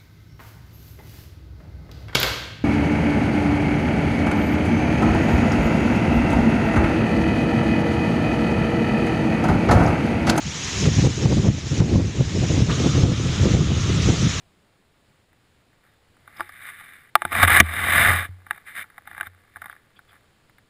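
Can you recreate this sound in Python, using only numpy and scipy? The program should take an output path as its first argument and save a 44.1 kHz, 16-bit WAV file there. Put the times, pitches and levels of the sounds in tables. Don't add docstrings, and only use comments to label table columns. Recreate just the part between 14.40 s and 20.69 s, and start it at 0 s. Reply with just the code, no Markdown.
import sys
import numpy as np
from scipy import signal
from scipy.fft import rfft, irfft
from scipy.io import wavfile
from scipy.ndimage import uniform_filter1d

SR = 44100
rng = np.random.default_rng(int(sys.argv[2]) if len(sys.argv) > 2 else 0)


def dump(signal):
    limited = np.clip(np.atleast_2d(signal).T, -1, 1)
    pcm = np.round(limited * 32767).astype(np.int16)
    wavfile.write(sys.argv[1], SR, pcm)


N = 277389
TIME = np.arange(N) / SR
FREQS = np.maximum(np.fft.rfftfreq(8192, 1 / SR), 1)


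def undb(db):
    return 10 ** (np.asarray(db) / 20)


def unit(x):
    return x / np.sqrt(np.mean(x ** 2))


def colour(points):
    hz, db = np.transpose(points)
    return undb(np.interp(np.log(FREQS), np.log(hz), db))


def resonance(hz, width_hz):
    return 1 / (1 + (2 * (FREQS - hz) / width_hz) ** 2)


def shape(x, gain):
    cepstrum = irfft(np.log(gain + 1e-6))
    half = len(cepstrum) // 2
    cepstrum[1:half] *= 2
    cepstrum[half + 1:] = 0
    impulse_response = irfft(np.exp(rfft(cepstrum)))[:half]
    return signal.fftconvolve(x, impulse_response)[:len(x)]


def wander(rate_hz):
    hold = int(SR / rate_hz)
    steps = np.repeat(rng.standard_normal(N // hold + 1), hold)
    return unit(uniform_filter1d(steps, hold)[:N])


def ring(hz, t60, t):
    return np.sin(2 * np.pi * hz * t) * np.exp(-np.log(1000) * t / t60)


def add(out, s, sound):
    i = int(s * SR)
    out[i:i + len(sound)] += sound[:N - i]


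def grains(per_s, spread_db):
    size = undb(spread_db * np.minimum(rng.exponential(size=N), 4))
    breaks = rng.random(N) < per_s / SR
    return unit(breaks * size * rng.choice([-1, 1], N))


def blow(gain, decay_s, crunch_db):
    t = TIME[:SR // 10]
    force = undb(crunch_db) * rng.standard_normal(len(t)) * np.exp(-t / decay_s)
    force[0] += 1
    dispersion = np.exp(-2j * np.pi * np.sqrt(np.fft.rfftfreq(len(t), 1 / SR) / 260))
    sound = irfft(rfft(shape(force, gain)) * dispersion, len(t))
    return sound / np.abs(sound).max()


# (frequency [Hz], level [dB])
AIR_COLOUR = [(20, -5), (50, -6.5), (90, -0.5), (200, -7), (500, -11.5), (1000, -16), (2200, -18.5),
              (4000, -21.5), (5200, -26.5), (6000, -35.5), (6900, -27), (10300, -31), (12000, -41),
              (14000, -35)]
def air(level_db=-62.0, waver_db=-0.8):
    hush = unit(shape(rng.standard_normal(N), colour(AIR_COLOUR)))
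    return undb(level_db + waver_db * wander(5)) * hush


# (frequency [Hz], width [Hz], level [dB])
CASE_MODES = [(161, 190, -11.5), (348, 500, -19.5), (544, 90, -17), (700, 150, -10), (852, 100, -11),
              (1183, 200, -3), (1420, 370, -6), (1690, 360, -2.5), (2046, 500, -2.5), (2342, 170, -4.5),
              (2790, 270, -13.5), (3050, 340, -12), (3627, 380, -7.5), (4320, 450, -28), (5000, 350, -22.5),
              (5700, 3300, -39), (7040, 1100, -27.5), (8360, 520, -14.5), (8500, 500, -26.5),
              (9930, 750, -12.5), (10510, 450, -18), (14000, 250, -24), (13830, 840, -11.5)]
def plastic_case(low_cut_hz=110):
    power = sum((undb(db) * resonance(hz, width)) ** 2 for hz, width, db in CASE_MODES)
    return np.sqrt(power) / np.sqrt(1 + (low_cut_hz / FREQS) ** 4)


# (middle [s], level [dB], half length [s])
WEIGHT_SHIFTS = [(1.483, -67, 0.057), (1.932, -58, 0.085), (4.143, -52, .045), (4.5, -64, 1.0),
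                 (5.276, -60, .09), (5.74, -62, 0.041)]
def shifting(still_db=-78):
    swells = sum(undb(db) * np.exp(-((TIME - s) / half_s) ** 2) for s, db, half_s in WEIGHT_SHIFTS)
    return undb(still_db) + swells


# (frequency [Hz], level [dB])
TICK_COLOUR = [(300, -3), (600, -3), (800, 9), (1000, 2), (1400, 4.5), (2000, -0.5), (2700, -13.5),
               (3700, -7.5), (8300, -10), (10500, 1), (14000, -2)]
def crinkles(case):
    clicks = grains(per_s=130, spread_db=2.5)
    return shifting() * unit(shape(clicks, case * colour(TICK_COLOUR)))


# (middle [s], level [dB], half length [s], pitch [Hz])
STRAP_RUBS = [(1.972, -53, 0.0083, 5000), (2.006, -54, 0.02, 4930), (2.093, -56, 0.0073, 5000),
              (5.315, -57, 0.02, 3320), (5.571, -56, 0.02, 3320), (5.701, -60.5, 0.032, 3390)]
def rubs(relative_width=0.1):
    out = np.zeros(N)
    for s, db, half_s, hz in STRAP_RUBS:
        bands = sum(undb(band_db) * resonance(ratio * hz, relative_width * hz)
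                    for ratio, band_db in [(.72, -6), (1, -1), (1.4, -16)])
        swell = np.hanning(int(2 * half_s * SR))
        rasp = unit(shape(rng.standard_normal(SR), bands))[:len(swell)]
        add(out, s - half_s, undb(db) * swell * rasp)
    return out


# (time [s], peak level [dB])
GEAR_TICKS = [(.93, -50), (1.33, -51), (1.45, -52), (1.767, -47.5), (1.8767, -31.5), (2.092, -32),
              (2.41, -32.5), (4.066, -28.5), (4.178, -32.5), (4.441, -33.5), (4.501, -38), (4.58, -24.5),
              (4.674, -25), (4.713, -26.5), (4.731, -33), (4.7481, -26.5), (4.767, -30), (4.779, -21),
              (4.8, -22), (4.83, -23), (4.858, -33), (4.869, -23.5), (5.159, -26), (5.167, -30.5),
              (5.218, -24), (5.242, -26.5), (5.258, -23.5), (5.282, -38), (5.297, -24.5), (5.327, -31.5),
              (5.364, -39.5), (5.591, -34.5), (5.764, -43.5), (6.096, -43.5), (6.183, -41.5)]
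def ticks(case, contact_hz=1450):
    out = np.zeros(N)
    for s, db in GEAR_TICKS:
        hz = contact_hz * np.exp(0.39 * rng.standard_normal())
        contact = 1 + undb(-8.5) * resonance(hz, 1050)
        tick = blow(case * colour(TICK_COLOUR) * contact, decay_s=0.0039, crunch_db=-18.5)
        add(out, s, undb(db) * tick)
    return out


# (time [s], level [dB], pitch [Hz], slap re level [dB])
TIP_JOLTS = [(2.006, -48, 93, -17), (2.851, -40, 88, 6), (2.963, -34, 88, -2), (3.03, -22, 88.5, 5.5),
             (3.202, -16, 80.7, 7), (3.599, -27.5, 84.8, -15), (3.686, -19, 87.6, -25),
             (3.89, -30.5, 91.1, -23), (4.81, -50, 89.3, -13), (4.871, -43, 91, -19.5),
             (5.16, -50.5, 89, -18)]
def flaps(t60=0.45, attack_s=0.0013, thud_db=-11, thud_s=.010, slap_hz=165):
    out, t = np.zeros(N), TIME[:SR]
    attack = 1 - np.exp(-t / attack_s)
    for s, db, hz, slap_db in TIP_JOLTS:
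        thud = unit(shape(rng.standard_normal(2 * SR), resonance(70, 70)))[SR:]
        slap = unit(shape(rng.standard_normal(2 * SR), resonance(slap_hz, 220)))[SR:]
        impact = (undb(thud_db) * thud + undb(slap_db) * slap) * np.exp(-t / thud_s)
        add(out, s, undb(db) * (ring(hz, t60, t) + impact) * attack)
    return out


# (frequency [Hz], level [dB])
KNOCK_COLOUR = [(100, -13), (400, -5), (750, 4), (1300, -1), (2200, -4.5), (3500, -3), (6000, -16),
                (8300, -3), (10500, 4), (14000, -3)]
# (frequency [Hz], relative level [dB], t60 [s])
SKI_RING = [(352, -31, 0.12), (840, -31, 0.19), (1340, -19, 0.035)]
# (time [s], peak level [dB], contact pitch [Hz], contact resonance [dB])
SKI_KNOCKS = [(1.997, -21, 990, 28), (2.0061, -10, 1130, 18.5), (2.7537, 5.5, 1164, 12.5),
              (2.8193, -9.5, 1330, 8), (2.851, -9.5, 885, 9.5), (2.928, -13.5, 1606, 2.5),
              (2.951, -10, 1600, 12), (3.027, -6, 1700, -3.5), (3.03, 3, 1918, 9), (3.049, -3, 1700, 1),
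              (3.076, -3.5, 1699, 4.5), (3.0794, -1.5, 1700, 6.5), (3.103, -5, 1900, 2),
              (3.1723, 1.5, 1909, 6), (3.2007, 9, 2393, 9), (3.2042, 5, 2361, 13), (4.1085, -7, 1970, 8.5),
              (4.8094, -13, 1560, 11.5)]
def knocks(case, contact_width_hz=900, ring_db=-6, ring_growth=0.27, ring_db_per_octave=-11):
    out, t = np.zeros(N), TIME[:SR // 4]
    modes = sum(undb(db) * ring(hz, t60, t) for hz, db, t60 in SKI_RING)
    for s, db, hz, contact_db in SKI_KNOCKS:
        contact = 1 + undb(contact_db) * resonance(hz, contact_width_hz)
        knock = blow(case * colour(KNOCK_COLOUR) * contact, decay_s=.0025, crunch_db=-17.5)
        add(out, s, undb(db) * knock)
        tail_db = ring_db + ring_growth * db + ring_db_per_octave * np.log2(hz / 1000)
        add(out, s, undb(tail_db) * modes)
    return out


def stroke(start, fastest, stop, swell_db, break_free_s=0.0074, stick_s=.003):
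    speeding_up = np.interp(TIME, [start, fastest], [1, 0]) ** 1.41
    easing_off = np.interp(TIME, [fastest, stop], [0, 1]) ** 2.5
    run_out_s = stick_s + 0.01 * (stop - start)
    stuck = np.maximum(start - TIME, 0) / break_free_s + np.maximum(TIME - stop, 0) / run_out_s
    return undb(-swell_db * (speeding_up + easing_off)) * np.exp(-stuck)


# (start [s], fastest [s], stop [s], top level [dB], swell from ends to top [dB], load re level [dB])
SKI_SLIDES = [(1.953, 2.283, 2.694, -42.5, 16.5, -18), (1.958, 1.984, 2.071, -50.5, 13, 0.5),
              (2.2, 2.295, 2.31, -43, 13, -29), (2.775, 2.892, 2.9, -45, 5.5, -3),
              (2.92, 3.04, 3.06, -20.5, 9.5, 2), (3.034, 3.031, 3.04, -20.5, 9, 9.5),
              (3.078, 3.151, 3.207, -14, 5, -1.5), (3.227, 3.625, 3.862, -16, 22, -2),
              (4.259, 4.269, 4.34, -40.5, 13.5, -18.5), (4.355, 4.395, 4.426, -31, 1.5, -24),
              (4.667, 4.82, 4.875, -52, 4.5, 0), (4.856, 4.869, 4.876, -42, 11.5, -4.5)]
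def ski_motion(creep_db=-1.5, creep_load_db=-4):
    rubbing = undb(creep_db) * shifting()
    pressing = undb(creep_load_db) * rubbing
    for start, fastest, stop, db, swell_db, load_db in SKI_SLIDES:
        gain = undb(db) * stroke(start, fastest, stop, swell_db)
        rubbing += gain
        pressing += undb(load_db) * gain
    return rubbing, pressing


def slide(case, judder_db=1.63, swish_hz=1880, sheen_db=-1.5, crunch_hz=1150, tip_hz=86, tip_db=-10):
    rubbing, pressing = ski_motion()
    rubbed = rubbing * grains(per_s=7000, spread_db=4.0) * undb(judder_db * wander(160))
    pressed = pressing * grains(per_s=2200, spread_db=3.5)
    sheen = undb(sheen_db) * resonance(11340, 9000)
    light = resonance(swish_hz, 1200) + sheen + undb(-10.0) * resonance(4000, 1800)
    heavy = 1 / np.sqrt(1 + (FREQS / crunch_hz) ** 4) + undb(-8.5)
    swish, crunch = shape(rubbed, case * light), shape(pressed, case * heavy)
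    case_rms = np.sqrt(np.mean(case ** 2))
    tip_hum = shape(pressed, unit(resonance(tip_hz, width_hz=18)))
    return (swish + crunch) / case_rms + undb(tip_db) * tip_hum


def scene():
    case = plastic_case()
    through_case = slide(case) + knocks(case) + ticks(case) + crinkles(case)
    return (through_case + rubs() + flaps() + air())[None]


def record(dry, top_hz=15500):
    overloaded = np.clip(dry, -1, 1)
    lowpass = signal.ellip(10, .2, 85, top_hz, fs=SR, output="sos")
    return signal.sosfilt(lowpass, overloaded)


dry = scene()
out = record(dry)
dump(out)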